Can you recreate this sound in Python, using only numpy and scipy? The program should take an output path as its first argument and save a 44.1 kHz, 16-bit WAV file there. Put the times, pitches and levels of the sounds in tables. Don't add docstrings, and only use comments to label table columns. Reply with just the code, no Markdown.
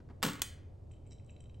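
import sys
import numpy as np
from scipy import signal
from scipy.fft import rfft, irfft
from scipy.io import wavfile

SR = 44100
rng = np.random.default_rng(int(sys.argv[2]) if len(sys.argv) > 2 else 0)


def transcribe(signal):
    frames = np.atleast_2d(signal).T
    limited = np.clip(frames, -1, 1)
    pcm = np.round(limited * 32767).astype(np.int16)
    wavfile.write(sys.argv[1], SR, pcm)


N = 70560
T = np.arange(N) / SR
HZ = np.maximum(np.fft.rfftfreq(2 * N, 1 / SR), 1)

# (frequency [Hz], level [dB], t60 [s])
PANEL_MODES = [(536, -31, .22), (902, -26.5, 0.13), (1103, -25, 0.027), (1143.6, -30.5, 0.15),
               (1442, -28.5, .19), (1482, -31, .12), (1648, -33.5, .22), (1906, -39.5, 0.11),
               (2102, -42.5, 0.6), (2680, -36.5, 0.12), (2870, -27, 0.049), (4800, -27, 0.027),
               (8080, -22, 0.045)]


def from_db(db):
    return 10 ** (np.asarray(db) / 20)


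def at_hz(table, hz, column=1):
    table = np.array(table)
    return np.interp(np.log(hz), np.log(table[:, 0]), table[:, column])


def colour(x, spectrum):
    cepstrum = irfft(np.log(from_db(at_hz(spectrum, HZ))))
    cepstrum[1:N] *= 2
    cepstrum[N + 1:] = 0
    return irfft(rfft(x, 2 * N) * np.exp(rfft(cepstrum)))[..., :N]


def soften(x, hz, order=1):
    return signal.sosfilt(signal.butter(order, hz, fs=SR, output="sos"), x + 1e-18)


def centred(x, hz, spread=1.144):
    band = signal.butter(1, [hz / spread, hz * spread], "band", fs=SR, output="sos")
    return signal.sosfilt(band, x + 1e-18)


def ring(force, modes):
    out = np.zeros(N)
    for hz, db, t60 in modes:
        radius, angle = from_db(-60 / (t60 * SR)), 2 * np.pi * hz / SR
        feedback = [1, -2 * radius * np.cos(angle), radius * radius]
        out += from_db(db) * signal.lfilter([0, np.sin(angle)], feedback, force + 1e-18)
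    return out


def decay(start, t60):
    return (T >= start) * np.exp(-np.log(1000) * np.clip((T - start) / t60, 0, 10))


def impulses(rows):
    out = np.zeros(N)
    for start, db in rows:
        out[int(start * SR)] += from_db(db)
    return out


def contacts(rows, t60, grit):
    out = np.zeros(N)
    for start, db, hz in rows:
        crunch = from_db(db) * grit * decay(start, t60) * rng.standard_normal(N)
        out += soften(impulses([(start, db)]) + crunch, hz)
    return out


def grains(per_s):
    return (rng.random(N) < per_s / SR) * rng.standard_normal(N)


def stereo_noise(coherence):
    mid, side = rfft(rng.standard_normal((2, 2 * N)))
    common = np.sqrt((1 + coherence) / 2) * mid
    opposed = np.sqrt((1 - coherence) / 2) * side * [[1], [-1]]
    return irfft(common + opposed)[:, :N]


def room_rumble():
    # (frequency [Hz], relative level [dB])
    spectrum = [(25, -6), (50, -3.5), (90, 4), (125, -3), (170, -12.5), (300, -16.5), (600, -20.5),
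                (1000, -34), (1700, -47), (4000, -52), (8500, -56.5), (10500, -56.5), (12500, -65.5),
                (14000, -69), (16000, -64)]
    # (frequency [Hz], coherence [0-1])
    coherence = [(60, 1), (130, 0.94), (300, 0.66), (700, 0), (3000, 1)]
    noise = colour(stereo_noise(at_hz(coherence, HZ)), spectrum)
    noise = soften(noise, hz=13200, order=8)
    return from_db(-50.5) * noise / noise.std()


def dull_sound_and_scuffs():
    # (time [s], level [dB], cutoff [Hz])
    bursts = [(.002, -47.5, 1800), (.0885, -46.5, 1760), (.099, -41, 907), (.1045, -42.5, 900),
              (.110, -44, 593)]
    # (frequency [Hz], gain [dB])
    response = [(60, -4), (300, 16), (500, 1.5), (1400, 2), (2500, -11.5), (5000, -9.5), (12000, -23)]
    return colour(contacts(bursts, t60=0.043, grit=0.95), response)


def catch_release():
    # (time [s], level [dB], cutoff [Hz])
    knocks = [(0.2218, -31.5, 1000), (0.228, -19, 14000), (.2294, -18, 6000), (.2346, -16, 2870),
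              (.2392, -24.5, 14000), (.2418, -27.5, 12000), (0.2509, -18.5, 3030), (.2642, -23, 6000),
              (0.2853, -28.5, 4000), (.2885, -28.5, 4500), (0.2961, -34, 4000), (.3025, -38, 14000),
              (0.3197, -28.5, 1800), (.3335, -39, 12000), (.3550, -35, 2800), (0.395, -36, 2800)]
    # (frequency [Hz], gain [dB])
    response = [(30, -27), (100, -5), (350, 7), (700, 4.5), (1150, 15), (1650, 12), (2200, 6), (3100, 11),
                (5000, 4.5), (8000, 7.5), (10000, 5), (13000, 2.5), (15500, 7)]
    chatter = from_db(-26) * decay(start=0.231, t60=0.27) * grains(per_s=1200)
    clatter = colour(contacts(knocks, t60=0.017, grit=0.31) + chatter, response)
    force = sum(soften(impulses([(start, db)]), hz) for start, db, hz in knocks)
    return clatter + ring(force, PANEL_MODES)


def case_thuds():
    # (time [s], level [dB])
    blows = [(.2408, -35.5), (.2455, -30.5), (.2498, -30.5), (.2636, -29), (.2702, -33.5), (.2945, -33.5)]
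    # (frequency [Hz], level [dB], t60 [s])
    modes = [(172, -4, 0.1), (199, -12.5, 0.23), (229.8, -5.5, 0.06), (267.6, -6, 0.078), (346.6, -17, .15),
             (424, -22.5, 0.28)]
    vibration = ring(soften(impulses(blows), hz=600), modes)
    bass_cut = signal.butter(2, 120, "high", fs=SR, output="sos")
    return signal.sosfilt(bass_cut, vibration)


def door_stop():
    # (time [s], level [dB])
    impacts = [(.4182, -30.5), (.4191, -20), (.4199, -32.5), (.4262, -32)]
    # (frequency [Hz], gain [dB])
    spectrum = [(100, -25), (600, -15.5), (1000, -17.5), (1650, 4), (2200, -1.5), (3300, 1.5), (5000, 1),
                (7600, 2), (10000, 1.5), (13000, -7), (15500, -1.5)]
    # (frequency [Hz], level [dB], t60 [s])
    stop_modes = [(1510, -50, .02), (2550, -45.5, .008), (3450, -11.5, .009), (4100, -25.5, .004),
                  (5010, -19, .006), (6220, -6, .004), (7120, -9.5, 0.015), (7220, -7, .005),
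                  (8850, -14, .007), (10920, -1, .005), (11700, -19, .004), (15400, -4.5, .004)]
    envelope = sum(from_db(db - 4.5) * decay(start, t60=0.016) for start, db in impacts)
    crack = colour(envelope * rng.standard_normal(N), spectrum)
    force = impulses(impacts)
    panel = from_db(-10) * ring(force, PANEL_MODES)
    return crack + panel, ring(force, stop_modes)


def tick(start, db, hz, t60, rise_s=0.0022):
    onset = np.clip((T - start) / rise_s, 0, 1)
    return centred(from_db(db) * onset * decay(start, t60) * rng.standard_normal(N), hz)


def rub(start, duration, db, hz):
    swell = np.sin(np.pi * np.clip((T - start) / duration, 0, 1))
    return centred(from_db(db) * swell * grains(per_s=1700), hz)


def loose_parts():
    # (time [s], level [dB], centre frequency [Hz], t60 [s])
    ticks = [(0.9106, -56.5, 3020, 0.031), (0.9155, -53.5, 9150, 0.016), (0.932, -64, 2930, 0.038),
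             (0.965, -62.5, 3100, 0.014), (0.983, -59, 2800, 0.0096), (1.064, -61.5, 8040, 0.018),
             (1.071, -58.5, 8100, 0.015), (1.129, -51, 5830, 0.018), (1.149, -63, 6400, 0.0092),
             (1.183, -52.5, 3770, 0.011), (1.197, -51.5, 2600, 0.0085), (1.245, -60, 5900, 0.013),
             (1.262, -59, 8000, 0.015), (1.2937, -54.5, 2740, 0.035), (1.304, -58, 7200, 0.025),
             (1.3627, -48, 3480, 0.014), (1.4042, -44.5, 3000, 0.0099), (1.4046, -43.5, 8400, 0.0098),
             (1.422, -67, 8600, 0.024), (1.438, -54.5, 3040, 0.016), (1.4395, -54, 8500, 0.01),
             (1.4556, -51, 3300, 0.011), (1.495, -53.5, 3430, 0.018), (1.5431, -49.5, 3420, 0.015)]
    # (time [s], duration [s], level [dB], centre frequency [Hz])
    rubs = [(0.917, 0.044, -60.5, 3500), (1.045, 0.046, -60, 2540), (1.269, 0.061, -56, 3250),
            (1.1, 0.046, -45, 5000), (1.08, 0.46, -71, 4100)]
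    # (frequency [Hz], level [dB], t60 [s])
    holder_modes = [(2320, -21, 0.011), (2650, -19, 0.0087), (3097, -20, 0.021), (3917, -21.5, 0.027),
                    (5865, -22, 0.012), (7610, -20.5, 0.015), (7880, -18.5, 0.01), (8110, -19.5, 0.011)]
    force = sum(tick(*row) for row in ticks) + sum(rub(*row) for row in rubs)
    return soften(ring(force, holder_modes) + from_db(-5.5) * force, hz=9400, order=4)


def reverberation(x, delay_s=0.0018, build_s=0.008):
    # (frequency [Hz], level [dB], t60 [s], left-right coherence [0-1])
    bands = [(150, -8.5, .4, 1), (350, -3.5, 0.49, 0.87), (700, -3, 0.17, 0.23), (1610, -4, 0.59, 0.39),
             (3100, -5, 0.41, 1), (5000, -8.5, 0.38, 1), (7450, -3, 0.28, 1), (11000, -5, 0.21, 0.9),
             (15500, -10.5, .25, .8)]
    noise_spectrum = rfft(stereo_noise(at_hz(bands, HZ, column=3)), 2 * N)
    log_centres = np.log([row[0] for row in bands])
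    tail = np.zeros((2, N))
    for (_, db, t60, _), share in zip(bands, np.eye(len(bands))):
        band = irfft(noise_spectrum * np.interp(np.log(HZ), log_centres, share))[:, :N]
        unit_energy = np.sqrt(2 * np.log(1000) / (t60 * SR))
        tail += band * from_db(db) * decay(0, t60) * unit_energy
    build_up = np.clip((T - delay_s) / build_s, 0, 1)
    return signal.fftconvolve(x[None], tail * build_up, axes=1)[:, :N]


def scene():
    snap, stop_ring = door_stop()
    direct = dull_sound_and_scuffs() + catch_release() + case_thuds() + snap + loose_parts()
    reflections = reverberation(direct + from_db(-13) * stop_ring)
    return direct + stop_ring + reflections + room_rumble()


def record(dry):
    # (frequency [Hz], phase [rad])
    port_phase = [(100, 0), (600, -.2), (1700, .1), (3300, -.65), (5000, -.2), (8600, -.15)]
    lag_s, lag_above_hz, cutoff_hz = 0.000285, 8600, 15800
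    lead = at_hz(port_phase, HZ) - 2 * np.pi * lag_s * np.maximum(HZ - lag_above_hz, 0)
    mirrored = np.hstack([dry, dry[:, ::-1]])
    at_ports = irfft(rfft(mirrored) * np.exp(0.5j * lead * [[1], [-1]]))[:, :N]
    low_pass = signal.ellip(8, 0.3, 80, cutoff_hz, fs=SR, output="sos")
    return signal.sosfilt(low_pass, at_ports)


dry = scene()
out = record(dry)
transcribe(out)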